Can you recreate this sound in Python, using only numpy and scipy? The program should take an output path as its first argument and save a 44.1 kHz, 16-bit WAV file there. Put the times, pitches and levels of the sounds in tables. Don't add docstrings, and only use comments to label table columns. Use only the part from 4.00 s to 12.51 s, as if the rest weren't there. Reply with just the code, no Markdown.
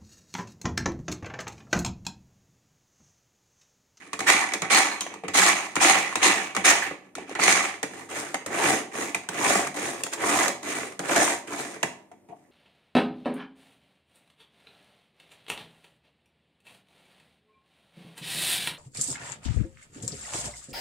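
import sys
import numpy as np
from scipy import signal
from scipy.fft import rfft, irfft, next_fast_len
from scipy.io import wavfile
from scipy.ndimage import uniform_filter1d

SR = 44100
rng = np.random.default_rng(int(sys.argv[2]) if len(sys.argv) > 2 else 0)


def unload_audio(sound):
    columns = np.transpose(np.atleast_2d(sound))
    steps = np.round(np.clip(columns, -1, 1) * 32767)
    wavfile.write(sys.argv[1], SR, steps.astype(np.int16))


N = 375291
T = np.arange(N) / SR


def undb(db):
    return 10 ** (np.asarray(db) / 20)


def unit(x):
    return x / np.sqrt(np.mean(x ** 2))


def at_frequency(table, hz):
    return np.interp(np.log(hz), np.log(np.array(table)[:, 0]), np.array(table)[:, 1])


def resonate(x, hz, width):
    return signal.lfilter(*signal.iirpeak(hz, hz / width, SR), x)


def flutter(rate):
    step = int(SR / rate)
    held = np.repeat(rng.standard_normal(N // step + 1), step)
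    return 1.2 * uniform_filter1d(held, step)[:N]


# (frequency [Hz], coherence [0-1])
COHERENCE = [(60, 0.8), (250, 1), (520, 0.3), (750, 0.3), (950, 0.18), (1150, 0.4), (1500, 0), (2200, 0.02),
             (3100, 0), (15000, 0)]
def both_ports(mid, side, hz):
    correlation = np.sqrt(at_frequency(COHERENCE, hz))
    opposed = side * np.array([[1], [-1]])
    return np.sqrt((1 + correlation) / 2) * mid + np.sqrt((1 - correlation) / 2) * opposed


# (frequency [Hz], relative spectral density [dB])
MURMUR_SPECTRUM = [(18, -47), (30, -21.5), (319, 3.5), (499, -11.5), (584, -4), (1500, -25), (2120, -22.5),
                   (3980, -35), (8980, -26.5), (16000, -43.5)]
def hum(murmur_db=-60, mains_db=-76, mains_hz=101):
    hz = np.fft.rfftfreq(N, 1 / SR) + 1
    mid, side = irfft(rfft(rng.standard_normal((2, N))) * undb(at_frequency(MURMUR_SPECTRUM, hz)), N)
    mains = undb(mains_db + 1.57 * flutter(4.4)) * np.sqrt(2) * np.sin(2 * np.pi * mains_hz * T)
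    return undb(murmur_db) * unit(both_ports(mid, side, 400)) + mains


def fineness(time):
    return np.interp(time, (3.63, 4.05), [0, 1])


# (start [s], rise [s], hold [s], coast [s], cup level [dB], chips re cup [dB], boom re cup [dB])
HAND_SHIFTS = [(0.0, 0.0012, .06, 0.27, -53.5, -5.5, -2), (0.19, 0.0084, .065, 0.026, -42, -6, -0.5),
               (0.622, .006, .02, 0.13, -40.5, -14, -6), (1.1, 0.022, .02, .1, -45.5, -14.5, -0.5),
               (1.24, .006, 0.02, .02, -47.5, -16, 9), (3.03, .01, 0.036, .06, -64.5, -9, 6.5),
               (2.165, .006, .045, 0.017, -38, -10.5, -9.5), (2.59, .006, .045, 0.018, -52.5, -5, 2.5),
               (3.158, 0.005, .05, 0.14, -49.5, -9, 7), (3.26, 0.058, .01, .04, -44.5, -4, 0.5),
               (3.346, 0.014, .04, 0.045, -43, -22.5, -22), (4.39, 0.031, .01, .02, -55, -14, 1),
               (5.2, 0.056, .01, .02, -71, -17, 1), (6.112, 0.017, .01, 0.038, -36.5, -2, -5.5),
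               (8.284, 0.0063, .03, .06, -65, -8, 14), (8.35, .01, .1, .2, -75, -4, -4)]
CORD_PULLS = [(0.262, 0.024, 0.047, 0.29, -19.5, -1, -11), (0.698, 0.021, 0.069, 0.31, -19.5, -1.5, -10.5),
              (1.334, 0.015, 0.14, 0.35, -22.5, 0, -9.5), (1.798, 0.028, 0.081, 0.36, -19, -1, -11),
              (2.215, 0.017, 0.05, 0.35, -20.5, -0.5, -8.5), (2.639, .018, 0.056, .28, -20.5, 0.5, -10),
              (3.386, 0.13, 0.015, 0.33, -20, 0.5, -8.5), (4.472, 0.14, 0.12, 0.17, -26.5, -4, -2.5),
              (5.292, 0.18, 0.081, 0.21, -25, -2.5, -4), (6.154, 0.15, 0.13, 0.15, -25, -2, -4),
              (6.988, 0.18, 0.11, 0.18, -27, -1, -4)]
SPRING_REWINDS = [(3.901, 0.084, .01, 0.17, -46, -1.4, -0.028), (4.086, 0.1, 0.017, 0.24, -36, -1, -1.6),
                  (4.913, 0.11, .02, 0.19, -35.5, -1, -0.28), (5.74, 0.096, 0.017, 0.31, -34, -1.1, -0.15),
                  (6.622, 0.13, .01, 0.26, -34.5, -0.23, -1), (7.467, 0.11, 0.018, 0.37, -38, -1.1, -0.43)]
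def strokes(slack_s=0.02):
    rise_powers, coast_powers = np.array([[1.85], [2.52], [1.13]]), np.array([[2.36], [2.57], [1.88]])
    slack_db = (-3, -7, -5)
    out = np.zeros((3, N + SR))
    motions = (CORD_PULLS, (0.32, 0.67)), (SPRING_REWINDS, (0.25, 0.27)), (HAND_SHIFTS, (0.5, 0.5))
    for table, rise_shapes in motions:
        for start, rise, hold, coast, db, chips_db, boom_db in table:
            t = np.arange(int((rise + hold + coast) * SR)) / SR
            fine = fineness(start)
            rising = np.minimum(t / rise, 1) ** np.interp(fine, [0, 1], rise_shapes)
            coast_left = np.clip((rise + hold + coast - t) / coast, 0, 1)
            falling = coast_left ** np.interp(fine, [0, 1], (1.04, 1))
            drive = rising ** rise_powers * falling ** coast_powers
            slack = (table is CORD_PULLS) * (1 - fine) * np.clip((t - rise - hold) / slack_s, 0, 1)
            level = undb(db + np.array([[0], [chips_db], [boom_db]]) + np.outer(slack_db, slack))
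            onset = int(start * SR)
            out[:, onset:onset + len(t)] += level * drive
    return out[:, :N]


def impacts(rate, spread_db, top_db, decay_ms, scrape):
    chance, size = rng.random((2, N))
    hits = (chance < rate / SR) * undb(np.minimum(-spread_db * np.log(1 - size), top_db))
    pulses = signal.lfilter([1], [1, -np.exp(-1000 / (decay_ms * SR))], hits)
    return unit(unit(pulses) + scrape)


def modal_body(modes, stir, knocks, flare_db, stages=1):
    rough = rng.standard_normal((2, N))
    fine = fineness(T)
    out = 0
    for k, (hz, width, coarse_db, fine_db) in enumerate(modes):
        force = both_ports(*rough, hz)
        mode = stir * undb(flare_db * flutter(30)) * force
        for _ in range(stages - 1):
            mode = resonate(mode, hz, width)
        mode = resonate(mode + knocks * force, hz, width)
        out = out + (-1) ** k * undb(coarse_db + fine * (fine_db - coarse_db)) * mode
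    _, widths, *levels = np.transpose(modes)
    coarse_power, fine_power = (np.sum(np.pi * widths / SR / stages * undb(2 * db)) for db in levels)
    return out / np.sqrt(coarse_power + fine * (fine_power - coarse_power))


def roll_off(x, hz):
    return signal.sosfilt(signal.butter(2, hz, fs=SR, output="sos"), x)


# (frequency [Hz], bandwidth [Hz], relative level when coarse [dB], relative level when fine [dB])
CUP_MODES = [(552, 110, -11, -3.5), (700, 127, -4.5, 0), (788, 80, -0.5, -2), (942, 295, -5, -3.5),
             (1180, 262, -3, -5), (1450, 467, -6, -5), (1780, 240, -2, -3), (2018, 218, 0.5, -2),
             (2265, 287, 0, -4.5), (2650, 1100, -6.5, -9.5)]
CHIP_MODES = [(3360, 550, -10, -10.5), (4136, 520, 1.5, 0), (4700, 3500, -4.5, -5), (6610, 613, 3, 3.5),
              (7280, 790, -2, 0.5), (9020, 1300, -2.5, 0), (10770, 2300, -15, -11),
              (13500, 2700, -21.5, -16), (15300, 860, -21.5, -18.5)]
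LOW_BOOM_MODES = [(36, 28, -33, -32.5), (100.5, 17.4, -11, -12), (143, 16.8, -9.5, -5),
                  (195.3, 30.4, 0, -2), (206, 92, -11.5, -9), (286, 79, 1.5, 1), (322.6, 109.5, 0, -0.5),
                  (423, 182, -3, -2.5)]
def chopper():
    cup_drive, chip_drive, boom_drive = strokes() + shaken_pieces()
    _, knock_db, _, _, crack_db, thud_db, _ = np.transpose(HANDLING_KNOCKS)
    heaps = flutter(45)
    hard_hits = impacts(rate=450, spread_db=3.7, top_db=13.5, decay_ms=1.4, scrape=1.0)
    light_hits = impacts(rate=1300, spread_db=7.2, top_db=3.7, decay_ms=0.98, scrape=0.31)
    cup_force = undb(2 + heaps) * cup_drive * hard_hits
    chip_force = undb(5 + 1.3 * heaps) * chip_drive * unit(0.33 * hard_hits + light_hits)
    boom_force = undb(0.5 + heaps) * boom_drive * hard_hits
    cup = modal_body(CUP_MODES, cup_force, blows(knock_db - 15, 0.8), flare_db=2.1, stages=2)
    chips = modal_body(CHIP_MODES, chip_force, blows(knock_db + crack_db + 1.5, 1), flare_db=0.89)
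    thuds = blows(knock_db + thud_db - 8.5, 1.73)
    boom = modal_body(LOW_BOOM_MODES, boom_force, thuds, flare_db=1.3, stages=2)
    return roll_off(cup, 3900) + chips + roll_off(boom, 640)


# (time [s], level [dB], ring frequency [Hz], ring [dB], crack [dB], thud [dB], shaken pieces [dB])
HANDLING_KNOCKS = [(0.131, -16, 1130, -3.5, -6.5, -13.5, -14), (0.191, -20.5, 1180, 1, -1.5, 0, -15),
                   (0.204, -11, 1800, -8, -12, -22, -25), (0.519, -10.5, 2200, -15, -25, -15, -21.5),
                   (0.536, -13.5, 1200, -5, -1, -32, -10), (0.619, -11, 870, -16, -8.5, -2, -19),
                   (1.007, -20, 3270, -4.5, 3, -15, -10.5), (1.064, -30, 695, 6.5, -14.5, -1, -7),
                   (1.139, -25, 924, -1.5, -10, -13, -26), (1.236, -18.5, 734, -1.5, -44, 0, -23),
                   (1.281, -22, 1280, -3, -7.5, 1.5, -3.5), (1.351, -7, 740, -5, -24, -17, -28),
                   (1.37, -26, 690, -6.5, 13.5, -21.5, -16), (1.418, -11.5, 1670, 3.5, -6, -34.5, -27),
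                   (1.755, -9, 1030, -9.5, -8, -28.5, -23), (1.764, -13.5, 1000, -4, -17.5, -16.5, -9),
                   (2.126, -26, 1070, 7, -13.5, -20, -30), (2.155, -3, 1040, -11, -12.5, -16.5, -23),
                   (2.549, -17, 1180, -1, -6, -23, -11), (2.564, -11.5, 1190, -6.5, -8.5, -9, -8.5),
                   (2.865, -26, 1910, 1, -19, -29.5, -8.5), (2.909, -22, 579, -8.5, -40, 3, -23),
                   (3.152, -17.5, 1350, -8, -8.5, -16, -29), (3.182, -21.5, 706, 0, -27, -2, -22),
                   (3.294, -34, 764, 7.5, -2.5, -24, -16), (3.312, -31, 500, 6, -25, -7, -22),
                   (3.351, -26.5, 1450, 2.5, -8.5, -6, -0.5), (3.391, -16.5, 790, 3, -20, -11, -17),
                   (3.436, -17, 2290, 6, 5.5, -24.5, -35), (3.829, -13, 806, -7, -7, -16.5, -12),
                   (4.091, -34, 1220, -1, -14, -14, -13), (4.23, -28, 302, -1, -20, -3, -24),
                   (4.343, -4.5, 710, -9, -19, -29, -22.5), (4.461, -17, 598, -17, -7, -4, -7.5),
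                   (5.146, -9.5, 2400, 0, -10, -19, -17.5), (5.235, -27, 700, -18, -21, -22, -16),
                   (5.288, -13.5, 1530, -6, -7.5, -4, -18.5), (5.441, -19, 720, 5, -26.5, -27, -28),
                   (5.453, -27, 1070, -3, -24.5, -20, -27), (5.669, -17, 1200, -1.5, -8.5, -29.5, -27),
                   (5.742, -32, 2000, -4, -3, -14, -20), (6.035, -17.5, 2650, -2.5, 2, -16, -16),
                   (6.065, -12.5, 1330, -13, -16, -24, -29), (6.134, -20.5, 802, -11.5, -2, -23, -23),
                   (6.48, -15.5, 704, -8, 0.5, -12, -26), (6.629, -29.5, 2000, -7, -2, -14, -13),
                   (6.921, -21.5, 710, -19, -21, -16, -27), (6.992, -16, 630, -21.5, -7, -4, -17),
                   (7.11, -17.5, 700, 2.5, -21, -9, -7), (7.16, -9.5, 700, 1.5, -7, -11.5, -9.5),
                   (7.474, -33, 1500, -6, -7.5, -7, -18), (7.829, -0.5, 2770, -16, -16.5, -13.5, -21.5),
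                   (8.115, -41, 703, -3.5, -15, 9, -12), (8.287, -40.5, 737, -4, -28, 9, -27)]
def knock_rings(low_t60=0.018, high_t60=0.012, attack_s=0.0011):
    out, t = np.zeros(N + SR), np.arange(SR // 5) / SR
    high_modes_hz = 6900 * (1 + 0.12 * rng.uniform(-1, 1, len(HANDLING_KNOCKS)))
    for (start, db, low_hz, ring_db, crack_db, _, _), high_hz in zip(HANDLING_KNOCKS, high_modes_hz):
        low = undb(ring_db - 60 * t / low_t60) * np.sin(2 * np.pi * low_hz * t)
        high = undb(crack_db - 8 - 60 * t / high_t60) * np.sin(2 * np.pi * high_hz * t)
        onset = int(start * SR)
        out[onset:onset + len(t)] += undb(db) * (low + high) * np.minimum(t / attack_s, 1)
    return out[:N]


def blows(levels_db, stretch):
    out, t = np.zeros(N + SR), np.arange(SR // 10) / SR
    settle_s = 0.00414 * stretch
    push = np.exp(-t / settle_s) * np.minimum(t / (0.18 * settle_s), 1)
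    for (start, *_), db in zip(HANDLING_KNOCKS, levels_db):
        onset = int(start * SR)
        out[onset:onset + len(t)] += undb(db) * push
    return out[:N]


def shaken_pieces(jump_db_per_s=698.5, roll_db_per_s=137.5):
    out, t = np.zeros((3, N + SR)), np.arange(SR // 2) / SR
    shares_db = np.array([[-4.5], [-16], [-7.5]])
    shake = undb(-jump_db_per_s * t) + undb(-19 - roll_db_per_s * t)
    for start, db, *_, shake_db in HANDLING_KNOCKS:
        onset = int(start * SR)
        out[:, onset:onset + len(t)] += undb(db + shake_db + shares_db) * shake
    return out[:, :N]


# (time [s], frequency [Hz], level [dB], length [s])
SQUEAK_TONES = [(0.266, 1780, -17, .03), (0.747, 4250, -18, 0.018), (0.912, 4140, -35, 0.022),
                (1.011, 3120, -32.5, 0.014), (1.013, 6030, -30.5, 0.017), (3.41, 4520, -28.5, .03),
                (2.818, 1790, -24, 0.044), (2.875, 1790, -41, 0.04), (8.117, 7060, -60, 0.011)]
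def squeaks(width_hz=160):
    out, rough = np.zeros(N), rng.standard_normal(N)
    for start, hz, db, length in SQUEAK_TONES:
        t = np.arange(int(2 * length * SR)) / SR
        onset = int(start * SR)
        force = rough[onset - SR // 10:onset + len(t)]
        tone = unit(resonate(force, hz, width_hz)[-len(t):])
        swell = 3 * t / length * np.exp(1 - 3 * t / length)
        out[onset:onset + len(t)] += undb(db) * np.sqrt(0.5) * swell * tone
    return out


# (time [s], peak level [dB], swell time [s])
LID_RUBS = [(8.112, -48, 0.0092), (8.285, -52, 0.0085), (8.303, -44.5, 0.0063), (8.322, -42, 0.0093)]
# (frequency [Hz], bandwidth [Hz], relative level [dB])
LID_RESONANCES = [(710, 76, 7), (905, 140, -5)]
def lid_rubbing():
    envelope = 0
    for start, db, swell_s in LID_RUBS:
        age = np.maximum(T - start, 0) / swell_s
        envelope = envelope + undb(db) * age * np.exp(1 - age)
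    rough = both_ports(*rng.standard_normal((2, N)), 750)
    modes = (undb(db) * resonate(resonate(rough, hz, width), hz, width)
             for hz, width, db in LID_RESONANCES)
    return envelope * unit(sum(modes))


# (frequency [Hz], time to fall 60 dB [s], level [dB])
ROOM_BANDS = [(101, 0.43, -9.5), (302, 0.5, -7.5), (870, 0.48, -7.5), (1450, 0.43, -16), (2330, 0.38, -6.5),
              (4040, 0.38, -5.5), (6660, 0.32, -6), (12430, .3, -8.5)]
def kitchen(x, build_up_s=0.0093):
    t = np.arange(int(0.7 * SR)) / SR
    hz = np.fft.rfftfreq(len(t), 1 / SR) + 1
    tail = 0
    for centre_hz, t60, db in ROOM_BANDS:
        band = at_frequency([(row[0], row[0] == centre_hz) for row in ROOM_BANDS], hz)
        mid, side = irfft(rfft(rng.standard_normal((2, len(t)))) * np.sqrt(band), len(t))
        decay = undb(-60 * t / t60) * np.minimum(t / build_up_s, 1)
        tail = tail + undb(db) * both_ports(mid, side, centre_hz) * decay / np.sqrt(np.sum(decay ** 2))
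    return signal.fftconvolve(x.mean(0, keepdims=True) * np.sqrt(2), tail, axes=1)[:, :N]


def scene():
    chopping = chopper()
    close = knock_rings() + lid_rubbing()
    working = chopping + squeaks()
    return working + close + kitchen(working + undb(-7) * close) + hum()


# (frequency [Hz], left minus right level [dB])
PORT_BALANCE = [(100, 2), (400, -1), (750, 2), (1100, -1.5), (2000, -7), (3000, -1.5), (5200, 1.5),
                (6600, -5.5), (7800, 0.5), (9100, 17.5), (11000, 13), (13000, 2), (15500, 2)]
def record(dry, right_delay_s=0.00007, bass_cut_hz=60, top_cut_hz=15750):
    size = next_fast_len(N)
    hz = np.fft.rfftfreq(size, 1 / SR) + 1
    ratio = undb(at_frequency(PORT_BALANCE, hz))
    delay = np.exp(-2j * np.pi * hz * right_delay_s)
    ports = np.array([ratio, delay]) * np.sqrt(2 / (1 + ratio ** 2))
    x = irfft(rfft(dry, size) * ports, size)[:, :N]
    x = np.tanh(x)
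    x = signal.sosfilt(signal.butter(1, bass_cut_hz, "high", fs=SR, output="sos"), x)
    return signal.sosfilt(signal.ellip(10, 0.2, 70, top_cut_hz, fs=SR, output="sos"), x)


dry = scene()
out = record(dry)
unload_audio(out)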